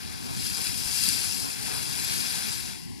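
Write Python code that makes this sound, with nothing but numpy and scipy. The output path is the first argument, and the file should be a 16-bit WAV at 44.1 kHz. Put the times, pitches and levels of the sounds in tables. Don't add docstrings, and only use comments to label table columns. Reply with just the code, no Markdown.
import sys
import numpy as np
from scipy import signal
from scipy.fft import rfft, irfft, next_fast_len
from scipy.io import wavfile
from scipy.ndimage import uniform_filter1d, map_coordinates

SR = 44100
rng = np.random.default_rng(int(sys.argv[2]) if len(sys.argv) > 2 else 0)


def generate_wav(signal):
    frames = np.transpose(np.atleast_2d(signal))
    scaled = np.clip(frames, -1, 1) * 32767
    pcm = np.round(scaled).astype(np.int16)
    wavfile.write(sys.argv[1], SR, pcm)


N = 132300

# frequency in Hz, relative density in dB per Hz.
SPRAY_COLOUR = [(900, -33.5), (1320, -18.5), (1600, -15), (2000, -16), (2400, -12.5), (2750, -7.5),
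                (3150, -13), (3600, -14.5), (4050, -9), (4400, -4), (4980, 1), (5600, -6.5), (6500, -8.5),
                (7600, -5.5), (8400, -7), (9700, -2), (11500, -5.5), (12700, -12), (14300, -23),
                (15500, -46)]


def amp(db):
    return 10 ** (np.asarray(db) / 20)


def unit(x):
    return x / np.sqrt(np.mean(x ** 2) + 1e-20)


def along(points, hz):
    f, v = np.transpose(points)
    return np.interp(np.log(hz + 1), np.log(f + 1), v)


def curve(rows):
    return np.interp(np.arange(N) / SR, *np.transpose(rows))


def wobble(knots_per_s):
    knots = rng.standard_normal(1024)
    return map_coordinates(knots, [np.arange(N) * knots_per_s / SR], mode="wrap")


def coloured(x, spectrum):
    m = 2 * next_fast_len(N)
    gain = unit(amp(along(spectrum, np.fft.rfftfreq(m, 1 / SR))))
    cepstrum = irfft(np.log(gain + 1e-6))
    cepstrum[1:m // 2] *= 2
    cepstrum[m // 2 + 1:] = 0
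    response = np.exp(rfft(cepstrum))
    return irfft(rfft(x, m) * response, m)[..., :N]


def patchy(x):
    patch_rms_db = 1
    z = signal.stft(x, nperseg=512)[2]
    patches = rng.standard_normal(z.shape[1:])
    patches = uniform_filter1d(patches, size=8, axis=0)
    patches = uniform_filter1d(patches, size=6, axis=1)
    return signal.istft(z * amp(patch_rms_db * unit(patches)), nperseg=512)[1][:, :N]


def bursts(power, t60_s):
    keep = np.exp(-2 * np.log(1000) / (t60_s * SR))
    envelope = np.sqrt(signal.lfilter([1], [1, -keep], power))
    return envelope * rng.standard_normal((2, N))


def drops(rate_per_s, spread_db, t60_s):
    size = amp(spread_db * np.minimum(rng.standard_normal(N), 2.7))
    hits = rng.random(N) < rate_per_s / SR
    return unit(bursts(hits * size ** 2, t60_s))


def bubbles(rate_per_s, centre_hz, octaves, life_cycles):
    rise_per_life = 0.13
    start, pitch, size, turn = rng.random((int(rate_per_s * N / SR), 4)).T[:, :, None]
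    n = np.arange(SR // 40)
    cycles = centre_hz * 2 ** (octaves * (pitch - .5)) * n / SR
    age_lives = cycles / life_cycles
    strength = amp(23.5 * size - 22.6 * age_lives)
    phase = 2 * np.pi * cycles * (1 + rise_per_life * age_lives / 2)
    at = ((start * N).astype(int) + n).ravel()
    sides = []
    for shift in (0, 2 * np.pi * turn):
        tones = strength * np.sin(phase + shift)
        sides.append(np.bincount(at, tones.ravel(), N)[:N])
    return unit(np.array(sides))


def spray():
    # time in seconds, level in dB before the layer gains.
    surge = [(0, -46), (.2, -44), (.35, -41), (.46, -34), (.55, -36), (.65, -31.5), (.72, -35), (.84, -34),
             (.95, -30.5), (1.03, -27.5), (1.09, -27), (1.15, -30.5), (1.35, -33), (1.57, -38.5),
             (1.67, -35.5), (1.9, -36), (2.1, -32.5), (2.4, -34), (2.53, -35.5), (2.7, -40.5),
             (2.88, -53.5), (3, -55.5)]
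    steam_db, patter_db, plink_db = 3.5, 1, -6
    steam = amp(steam_db) * rng.standard_normal((2, N))
    clumps_db = 1.0 * wobble(29.76) + 2.14 * wobble(100)
    impacts = drops(rate_per_s=3900, spread_db=3, t60_s=0.0018)
    patter = amp(patter_db) * unit(amp(clumps_db) * impacts)
    plinks = amp(plink_db) * bubbles(rate_per_s=700, centre_hz=5090, octaves=2.665, life_cycles=41)
    mix = patchy(steam + patter) + plinks
    return coloured(amp(curve(surge)) * mix, SPRAY_COLOUR)


def slaps():
    # start in seconds, relative level in dB, burst t60 in seconds, ring in Hz.
    lumps = [(.400, -28, .012, 5000), (.4544, -23.5, .02, 5000), (.4665, -21, .03, 5000),
             (.473, -25, .018, 5000), (.4998, -26, .022, 5100), (.532, -26, .025, 6500),
             (.581, -25.5, .018, 4800), (.6078, -22.5, .014, 4100), (.6365, -24, .018, 4900),
             (.6648, -20, .006, 7500), (.6688, -14.5, .012, 4400), (.6822, -17, .009, 4000),
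             (.7638, -13, .004, 7300), (.799, -19, .004, 5000), (.8845, -16, .012, 5700),
             (.9125, -22, .01, 4800), (.9822, -18, .012, 5000), (1.0295, -10, .005, 5000),
             (1.034, -12, .011, 9500), (1.056, -14, .009, 5200), (1.0795, -13, .008, 5000),
             (1.0882, -5, .009, 9500), (1.116, -15, .007, 7000), (1.1915, -13, .007, 9500),
             (1.2612, -15, .005, 7500), (1.6945, -19, .01, 5100), (1.996, -21, .025, 6000),
             (2.538, -18, .007, 5000), (2.607, -20, .008, 4000), (2.836, -31, .012, 9000)]
    rise_s, ring_db, ring_q = .0005, 4, 5
    out = np.zeros((2, N + SR))
    t = np.arange(SR // 10) / SR
    for start_s, level_db, t60_s, ring_hz in lumps:
        envelope = amp(level_db - 60 * t / t60_s) * (1 - np.exp(-t / rise_s))
        burst = envelope * rng.standard_normal((2, len(t)))
        ring = signal.lfilter(*signal.iirpeak(ring_hz, ring_q, SR), burst)
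        first = round(start_s * SR)
        out[:, first:first + len(t)] += (burst + amp(ring_db) * ring) / 2
    return coloured(out[:, :N], SPRAY_COLOUR)


def splash():
    # time in seconds, level in dB before the layer gain.
    fall = [(0, -47.5), (.17, -46), (.3, -46), (.48, -40.5), (.6, -45), (.68, -37.5), (.73, -45),
            (.85, -46.5), (1.06, -39), (1.35, -46), (1.57, -44), (1.7, -41.5), (2.02, -41), (2.1, -34),
            (2.2, -38.5), (2.5, -39.5), (2.6, -44.5), (2.72, -44), (2.82, -56), (3, -73)]
    # frequency in Hz, relative density in dB per Hz.
    colour = [(900, -26.5), (1350, -3.5), (1600, 5.5), (2000, -1), (2400, 5.5), (2750, 0.5), (3050, -6),
              (3400, 1.5), (4200, 2), (6000, -1), (10000, -36)]
    gain_db = 3.5
    spatter = coloured(patchy(drops(rate_per_s=1900, spread_db=0.5, t60_s=0.016)), colour)
    return amp(curve(fall) + gain_db + 0.13 * wobble(27.1)) * unit(spatter)


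def thud():
    # frequency in Hz, relative density in dB per Hz.
    colour = [(30, -15), (60, 4), (130, -6), (250, -1.5), (400, -21), (900, -53)]
    start_s, level_db, rise_s, t60_s = 0.85, -41, 0.0051, 0.16
    t = np.maximum(np.arange(N) / SR - start_s, 0)
    envelope = amp(level_db - 60 * t / t60_s) * (1 - np.exp(-t / rise_s))
    return envelope * unit(coloured(rng.standard_normal(N), colour))


def pool():
    # time in seconds, level in dB before the layer gain.
    churn = [(0, -58), (.17, -61), (.24, -54.5), (.47, -54.5), (.68, -53.5), (.75, -57.5), (1.03, -54.5),
             (1.17, -55), (1.26, -56), (1.36, -53), (1.48, -51), (1.57, -56.5), (1.66, -52.5),
             (1.92, -53.5), (2.07, -52), (2.25, -52.5), (2.5, -51.5), (2.6, -59.5), (2.72, -58),
             (2.81, -84), (3.0, -83)]
    # frequency in Hz, relative density in dB per Hz.
    colour = [(300, -21), (420, 0.5), (500, -7.5), (580, -11), (720, -2.5), (850, -1.5), (1050, -2),
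              (1320, -9.5), (1600, -9), (1800, -22), (3000, -39)]
    gain_db, gurgle_db = 11, -9.5
    wash = unit(coloured(patchy(rng.standard_normal((2, N))), colour))
    rings = bubbles(rate_per_s=260, centre_hz=1097, octaves=1.76, life_cycles=33)
    gurgle = unit(coloured(rings, colour))
    level = amp(curve(churn) + gain_db + 1.44 * wobble(14))
    return level * unit(wash + amp(gurgle_db) * gurgle)


def vent():
    # frequency in Hz, relative density in dB per Hz.
    colour = [(300, -10), (450, -5), (590, -19), (720, 3.5), (1000, 4), (1130, -1), (1260, -23),
              (1500, -22), (1700, 2.5), (1850, -3.5), (2000, 5.5), (2250, 1.5), (2500, -4.5), (2730, 0),
              (3200, -1.5), (3600, -8.5), (4400, 3), (5000, 5.5), (5700, -1), (6600, -7), (7600, -5),
              (8500, -14), (10000, -2.5), (12000, -11), (15000, -38)]
    level_db = -46
    hiss = unit(coloured(patchy(rng.standard_normal((2, N))), colour))
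    return amp(level_db + .8 * wobble(12)) * hiss


def wind():
    # time in seconds, level in dB.
    gusts = [(0, -39.5), (.08, -35.5), (.19, -39), (.27, -34.5), (.52, -35.5), (.56, -40.5), (.6, -33.5),
             (.65, -41.5), (.7, -34), (.78, -38), (.95, -39), (1.1, -33), (1.18, -36.5), (1.24, -38.5),
             (1.34, -36.5), (1.49, -36.5), (1.53, -45), (1.6, -37), (1.75, -36.5), (2.03, -36),
             (2.06, -42.5), (2.12, -34), (2.3, -39), (2.47, -35), (2.65, -38.5), (2.84, -41), (3, -39)]
    # frequency in Hz, relative density in dB per Hz.
    colour = [(20, -14.5), (40, -22), (58, -3.5), (110, 0.5), (170, -2.5), (260, -4), (330, -9.5),
              (450, -18), (560, -44), (900, -47.5)]
    rumble = unit(coloured(rng.standard_normal((2, N)), colour))
    return amp(curve(gusts) + 0.32 * wobble(10.55)) * rumble


def microphones(field):
    # frequency in Hz, left over right in dB.
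    balance = [(50, .3), (300, 2), (500, 2), (600, 7), (850, 2.8), (1050, 4.3), (1300, 1.5), (1600, 4.8),
               (2000, 3), (2400, 4), (2730, 7), (2930, .3), (3060, 0), (3190, -3.5), (3600, 3.8),
               (4100, .8), (4500, 13.7), (5000, 12.5), (5600, 7.9), (6600, 8.1), (8000, 12.4),
               (10000, 21.3), (12000, 21), (14500, 14)]
    # frequency in Hz, phase by which left leads in radians.
    lead = [(60, -2.8), (500, -2.9), (1150, -2.7), (1500, -1.9), (1850, -2.2), (2650, -1.7), (2930, -3.05),
            (3060, -3.2), (3250, -6.1), (3900, -6.3), (4350, -5.4), (4700, -6.3), (5600, -6.4),
            (7300, -4.6), (9200, -3.6), (12000, -4.7)]
    # frequency in Hz, likeness of the sides from 0 to 1.
    likeness = [(30, .95), (100, .99), (250, .99), (450, .92), (570, .68), (800, .9), (1100, .85),
                (1320, .72), (1550, .82), (2000, .5), (2600, .68), (2780, .55), (2930, .99), (3060, .99),
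                (3150, .3), (3330, .96), (3450, .9), (3650, .52), (3900, .96), (4080, .9), (4480, .3),
                (4700, .55), (5000, .6), (5300, .42), (6500, .38), (10000, .22), (14000, .1)]
    drift_us, drift_knots_per_s = 22, 10
    m = 2 * next_fast_len(N)
    hz = np.fft.rfftfreq(m, 1 / SR)
    direct, diffuse = rfft(field, m)
    alike = np.clip(along(likeness, hz), 0, .999)
    right = alike * direct + np.sqrt(1 - alike ** 2) * diffuse
    right = right * amp(-along(balance, hz)) * np.exp(-1j * along(lead, hz))
    drift_samples = drift_us * SR / 10 ** 6 * wobble(drift_knots_per_s)
    drifted = map_coordinates(irfft(right, m)[:N], [np.arange(N) + drift_samples], mode="mirror")
    return np.array([field[0], drifted])


def scene():
    vent_right_db = -12
    eruption = microphones(spray() + slaps() + splash() + pool() + wind()) + thud()
    return eruption + microphones(vent()) * amp([[0], [vent_right_db]])


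def record(dry):
    top_hz = 15700
    m = 2 * next_fast_len(N)
    kept = np.fft.rfftfreq(m, 1 / SR) < top_hz
    return irfft(rfft(dry, m) * kept, m)[:, :N]


dry = scene()
out = record(dry)
generate_wav(out)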